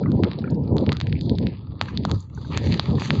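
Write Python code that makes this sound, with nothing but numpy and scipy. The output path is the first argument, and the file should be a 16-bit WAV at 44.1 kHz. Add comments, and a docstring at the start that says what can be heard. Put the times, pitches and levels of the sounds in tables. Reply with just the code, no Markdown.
"""Quick steps through wet grass in an open field, heard by a small hand-held recorder.
From the start wind buffets the microphone port (lumpy shaped noise) and boots and trousers swish through
the blades (ticks and noise in narrow strips). Wet ground soon squelches (decaying sines with a fizz) and
stalks snap (short band-limited clicks with a faint spray). Wind lulls near 1.6 s and 2.2 s; from 2.5 s
the swish is louder."""
import sys
import numpy as np
from scipy import signal
from scipy.fft import rfft, irfft
from scipy.io import wavfile

SR = 44100
rng = np.random.default_rng(int(sys.argv[2]) if len(sys.argv) > 2 else 0)


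def output_pcm(signal):
    """Save a mono or channel-first signal as 16-bit PCM at the path in sys.argv[1].

    Samples are clipped to [-1, 1] before scaling.
    """
    pcm = np.clip(np.atleast_2d(signal).T, -1, 1) * 32767
    wavfile.write(sys.argv[1], SR, np.round(pcm).astype(np.int16))


def nominal_scale(level):
    """Amplitude ratio for a level in decibels (scalar or array-like)."""
    x = np.asarray(level, float) / 20
    return 10 ** x


N = 141120   # samples, 3.2 s
TOP_HZ = 8900   # upper limit of the recorder and of the squelch fizz


def rms_one(x):
    """Scale to rms 1."""
    return x / np.sqrt(np.mean(x ** 2) + 1e-20)


def in_time(rows):
    """Join the columns after the first, time in s, by straight lines."""
    time_s, *columns = np.transpose(rows)
    return [np.interp(np.arange(N) / SR, time_s, column) for column in columns]


def drift(rate_hz):
    """Slow random wander of rms 1: noise through two equal low-pass poles at rate_hz."""
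    hop = 40   # samples between the computed points
    pole = np.exp(-2 * np.pi * rate_hz * hop / SR)
    noise = rng.standard_normal(N // hop + 2002)
    slow = signal.lfilter([1], [1, -2 * pole, pole * pole], noise)[2000:]   # settled part
    return np.interp(np.arange(N) / hop, np.arange(len(slow)), rms_one(slow))


def band(x, low_hz, high_hz, order=2):
    """Butterworth band-pass."""
    sos = signal.butter(order, [low_hz, high_hz], "band", fs=SR, output="sos")
    return signal.sosfilt(sos, x)


def coloured(spectrum):
    """Noise of rms 1 whose spectrum follows relative levels in dB per Hz."""
    hz, db = np.transpose(spectrum)
    bin_hz = np.maximum(np.arange(N // 2 + 1) * SR / N, 1)
    gain = nominal_scale(np.interp(np.log(bin_hz), np.log(hz), db, left=-120, right=-120))
    return rms_one(irfft(rfft(rng.standard_normal(N)) * gain, N))


def wind():
    """Eddies hit the port in lumps that rumble, flutter and upper edge share to different degrees."""
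    # gusts and lulls at the port: time_s, rumble_db, flutter_db, edge_db
    gusts = [(0, -31.5, -30.5, -35.5), (.1, -24.5, -16, -31), (.25, -22, -21.5, -22),
             (.31, -32.5, -33, -44.5), (.45, -28, -27, -34), (.56, -26, -20, -29.5), (.66, -26, -25, -35),
             (.79, -20, -21.5, -22.5), (.91, -29, -21, -30), (.96, -29, -35.5, -48),
             (1.15, -21.5, -27.5, -37), (1.23, -31, -27.5, -44.5), (1.32, -22.5, -20, -22.5),
             (1.38, -22, -23.5, -43.5), (1.45, -23, -20.5, -24.5), (1.6, -37, -45.5, -61),
             (1.85, -32, -38, -44.5), (2.02, -29, -27.5, -40), (2.13, -19, -27.5, -32),
             (2.22, -36.5, -49.5, -67.5), (2.59, -29, -30.5, -33.5), (2.64, -16, -26, -27.5),
             (2.75, -25, -22, -28.5), (2.83, -33.5, -42, -45.5), (2.92, -17.5, -15.5, -24),
             (3.07, -27, -34, -48.5), (3.14, -30.5, -17, -34.5), (3.2, -14, -32, -48)]
    # colours of the wind noise, relative: frequency_hz, density_db_per_hz
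    rumble_colour = [(35, -47.5), (48, -20.5), (65, -5.5), (100, -1), (140, -3.5), (210, -23.5)]
    flutter_colour = [(90, -20.5), (140, 1), (220, -1), (300, -8), (420, -21)]
    edge_colour = [(200, -28), (300, 4), (450, 2), (700, -11), (1000, -16), (1300, -72)]
    rumble_db, flutter_db, edge_db = in_time(gusts)
    lumps_db = 1.8 * drift(25)
    rumble = rms_one(coloured(rumble_colour) * nominal_scale(2.0 * lumps_db))
    flutter = rms_one(coloured(flutter_colour) * nominal_scale(lumps_db))
    edge = rms_one(coloured(edge_colour) * nominal_scale(0.25 * lumps_db + 4.28 * drift(21)))
    return nominal_scale(rumble_db) * rumble + nominal_scale(flutter_db) * flutter + nominal_scale(edge_db) * edge


def swish():
    """Blades rub as noise and clumps of tiny ticks, in narrow strips that swell and fade on their own."""
    # brushing through the blades, before flicker: time_s, hiss_db, low_db, middle_db, top_db
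    brushing = [(0, -55, -67, -71, -93), (0.059, -68, -50, -68.5, -78), (.22, -61, -73, -69, -101.5),
                (.28, -52, -47.5, -52, -103), (0.371, -58, -53.5, -59.5, -100.5),
                (.58, -68.5, -76, -70.5, -83), (.755, -71.5, -54.5, -70.5, -91),
                (.775, -54, -45.5, -65, -71), (.93, -54.5, -52.5, -53.5, -75),
                (1.19, -56.5, -81, -58.5, -83), (1.22, -51.5, -66.5, -77, -64),
                (1.5, -59.5, -70.5, -52.5, -113.5), (1.601, -66, -61, -70.5, -110.5),
                (1.8, -67, -60, -70, -85), (1.821, -50.5, -44.5, -48, -59.5),
                (1.93, -56.5, -50.5, -56, -68), (2.02, -54.5, -84.5, -62, -84.5),
                (2.089, -52, -39, -53, -60), (2.199, -54.5, -56, -70.5, -65),
                (2.298, -81, -70, -73.5, -73.5), (2.38, -55, -53, -65, -63), (2.5, -52, -54, -63.5, -61),
                (2.52, -45, -37.5, -43, -62.5), (2.659, -43, -54.5, -42.5, -54),
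                (2.86, -44.5, -44, -46, -58.5), (2.952, -52.5, -49, -63.5, -68),
                (3.031, -42, -45, -42.5, -45), (3.2, -43, -42, -46, -58)]
    # bands of hiss, low, middle and top: low_hz, high_hz
    swish_bands = [(3302, 4900), (801.7, 1354), (1542, 3220), (5610, 9300)]
    strip_count, patchy_db, flicker_db = 4, 2.3, 2
    grain_share = 0.5   # of the power; the rest is smooth rubbing noise

    # a few ticks are much larger than the rest
    sizes = nominal_scale(4.5 * np.minimum(rng.exponential(1, N), 5)) * rng.choice([-1, 1], N)
    ticks_per_s = 600 * nominal_scale(3 * drift(14.0))   # comes in clumps
    grains = rms_one(sizes * (rng.random(N) < ticks_per_s / SR))
    rubbing = rng.standard_normal(N)
    source = np.sqrt(grain_share) * grains + np.sqrt(1 - grain_share) * rubbing

    flicker = nominal_scale(flicker_db * drift(17))   # all bands together
    out = 0
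    for (low_hz, high_hz), level_db in zip(swish_bands, in_time(brushing)):
        edges_hz = np.geomspace(low_hz, high_hz, num=strip_count + 1)
        strips = 0
        for k in range(strip_count):
            strip = band(source, edges_hz[k], edges_hz[k + 1])
            strips = strips + (-1) ** k * nominal_scale(patchy_db * drift(12.5)) * strip
        out = out + nominal_scale(level_db) * flicker * rms_one(strips)
    return out


def squelches():
    """A pocket of air pops and rings a few cycles, low ones with more overtone, leaving a wet fizz."""
    # wet ground under the sole and, higher, drops bursting on blades, before the common gain:
    # start_s, level_db, pitch_hz
    pops = [(0.035, -42, 1357), (0.059, -34, 1170), (0.25, -37, 1260), (.388, -35.5, 3930),
            (.441, -34.5, 1414), (0.476, -39, 1330), (.501, -44, 4230), (.507, -48, 6860),
            (0.545, -48, 4600), (.637, -51.5, 4800), (.676, -48, 4140), (0.923, -31.5, 1200),
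            (1.154, -39, 2320), (1.166, -42, 2270), (1.353, -40, 3960), (1.884, -35.5, 1610),
            (2.205, -39.5, 7200), (2.349, -47, 6300), (2.375, -43.5, 870), (2.447, -46.5, 910),
            (2.982, -37, 1054)]
    gain_db, fizz_db = 10.5, -22.5   # common gain; fizz at its start, before that gain
    out, t = np.zeros(N + 4000), np.arange(4000) / SR
    for start_s, level_db, hz in pops:
        cycles = hz * t
        shape = (1 - np.exp(-cycles)) * nominal_scale(-20 * cycles / 9)   # falls 20 dB in 9 cycles
        overtone = (800 / hz) ** 2 * np.sin(2 * np.pi * 1.7 * cycles)
        pop = np.sin(2 * np.pi * cycles) + overtone
        noise = rng.standard_normal(len(t))
        fizz = rms_one(band(noise, 0.96 * hz, min(1.3 * hz, TOP_HZ), order=3))
        tail = nominal_scale(fizz_db - 0.18 * cycles) * fizz
        start = int(start_s * SR)
        out[start:start + len(t)] += nominal_scale(level_db + gain_db) * (shape * pop + tail)
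    return out[:N]


def snaps():
    """A stalk breaks in one very short click whose four bands peak together; a faint spray follows."""
    # breaking stalks: start_s, peak_db of the first band, then low_db, middle_db, top_db relative to it
    breaks = [(0.1173, -29.5, -2, -18.5, -12.5), (0.2348, -21, 4, 4, -19), (0.2436, -24.5, -10, -3.5, -37),
              (0.3143, -29, 2.5, 1.5, -30), (0.332, -29, -5.5, -4.5, -45), (0.7661, -31.5, 5.5, -5, -1),
              (0.7814, -19, -12.5, -18, -28), (0.8635, -25.5, -19, -1, -49), (0.8913, -22.5, -7, 7, -46),
              (0.9189, -17.5, -0.5, -3.5, -20), (0.9273, -20, -27, -11, -11),
              (0.9677, -23, -12, -6.5, -13.5), (1.001, -22, -8, -3.5, -12.5),
              (1.0117, -17.5, -4.5, -2.5, -14.5), (1.069, -34, -30, 10, -15), (1.1258, -25, -25.5, 5, -57),
              (1.21, -22.5, -40.5, -15, -15), (1.2948, -19, -39, -14.5, -40),
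              (1.3841, -22.5, -14.5, -7, -16), (1.4683, -23, -19, 0.5, -56), (1.8121, -11, 1.5, 0, -17),
              (1.9733, -12.5, -24, -15, -28.5), (2.0504, -17, 7.5, -47, -8),
              (2.1133, -16.5, -2.5, -14, -5.5), (2.5734, -17.5, 0.5, 0.5, 3), (2.795, -6.5, -5, -13, -26.5),
              (3.0194, -29, 11, 9, -25), (3.1045, -13.5, 0.5, 6.5, -56.5)]
    # bands of the click, first, low, middle and top: low_hz, high_hz
    snap_bands = [(3203, 4750), (485, 1440), (1502, 3080), (5820, 8700)]
    lag_s = 0.001187   # from onset to peak
    spray_db, spray_t60_s = -25, 0.038
    start_s, peak_db, *other_db = np.transpose(breaks)
    peak_at = ((start_s + lag_s) * SR).astype(int)
    fall = nominal_scale(-60 / (spray_t60_s * SR))   # per sample
    noise, out = rng.standard_normal(N), 0
    for (low_hz, high_hz), relative_db in zip(snap_bands, [0 * peak_db] + other_db):
        clicks = np.full(N, 1e-18)
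        clicks[peak_at] = nominal_scale(peak_db + relative_db)
        # filtered both ways, so the pulse is symmetric about its peak
        one_way = band(np.arange(801) == 400, low_hz, high_hz)
        pulse = band(one_way[::-1], low_hz, high_hz)
        decay = signal.lfilter([1], [1, -fall], clicks)
        spray = nominal_scale(spray_db) * decay * rms_one(band(noise, low_hz, high_hz, order=3))
        out = out + signal.fftconvolve(clicks, pulse / pulse.max(), "same") + spray
    return out


def scene():
    """Wind, swish, squelches and snaps at one microphone."""
    return (wind() + swish() + squelches() + snaps())[None]


def suppressor(x):
    """Noise suppressor: above 800 Hz each narrow bin whose recent power is weak is turned down."""
    threshold_db, from_hz, deepest_db = -85, 800, -11
    hz, _, bins = signal.stft(x, SR, nperseg=512, boundary="even")
    power = signal.lfilter([0.2], [1, -0.8], np.abs(bins) ** 2)   # recent average
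    gain = power ** 2 / (power ** 2 + nominal_scale(4 * threshold_db))   # one half at the threshold
    gain = np.where(hz[:, None] > from_hz, np.maximum(gain, nominal_scale(deepest_db)), 1)
    return signal.istft(bins * gain, SR, nperseg=512)[1][:, :N]


def band_limit(x):
    """A steep low-pass at the top of the band."""
    return signal.sosfilt(signal.butter(12, 8370, fs=SR, output="sos"), x)


def record(dry):
    """The hand-held recorder cuts the bass below 45 Hz, suppresses weak noise and cuts the top."""
    bass_cut = signal.butter(2, 45, "high", fs=SR, output="sos")
    top_cut = signal.cheby2(10, 60, TOP_HZ, fs=SR, output="sos")   # 60 dB down from here up
    quieted = suppressor(signal.sosfilt(bass_cut, dry))
    mix = signal.sosfilt(top_cut, quieted)
    return band_limit(mix)


dry = scene()
out = record(dry)
output_pcm(out)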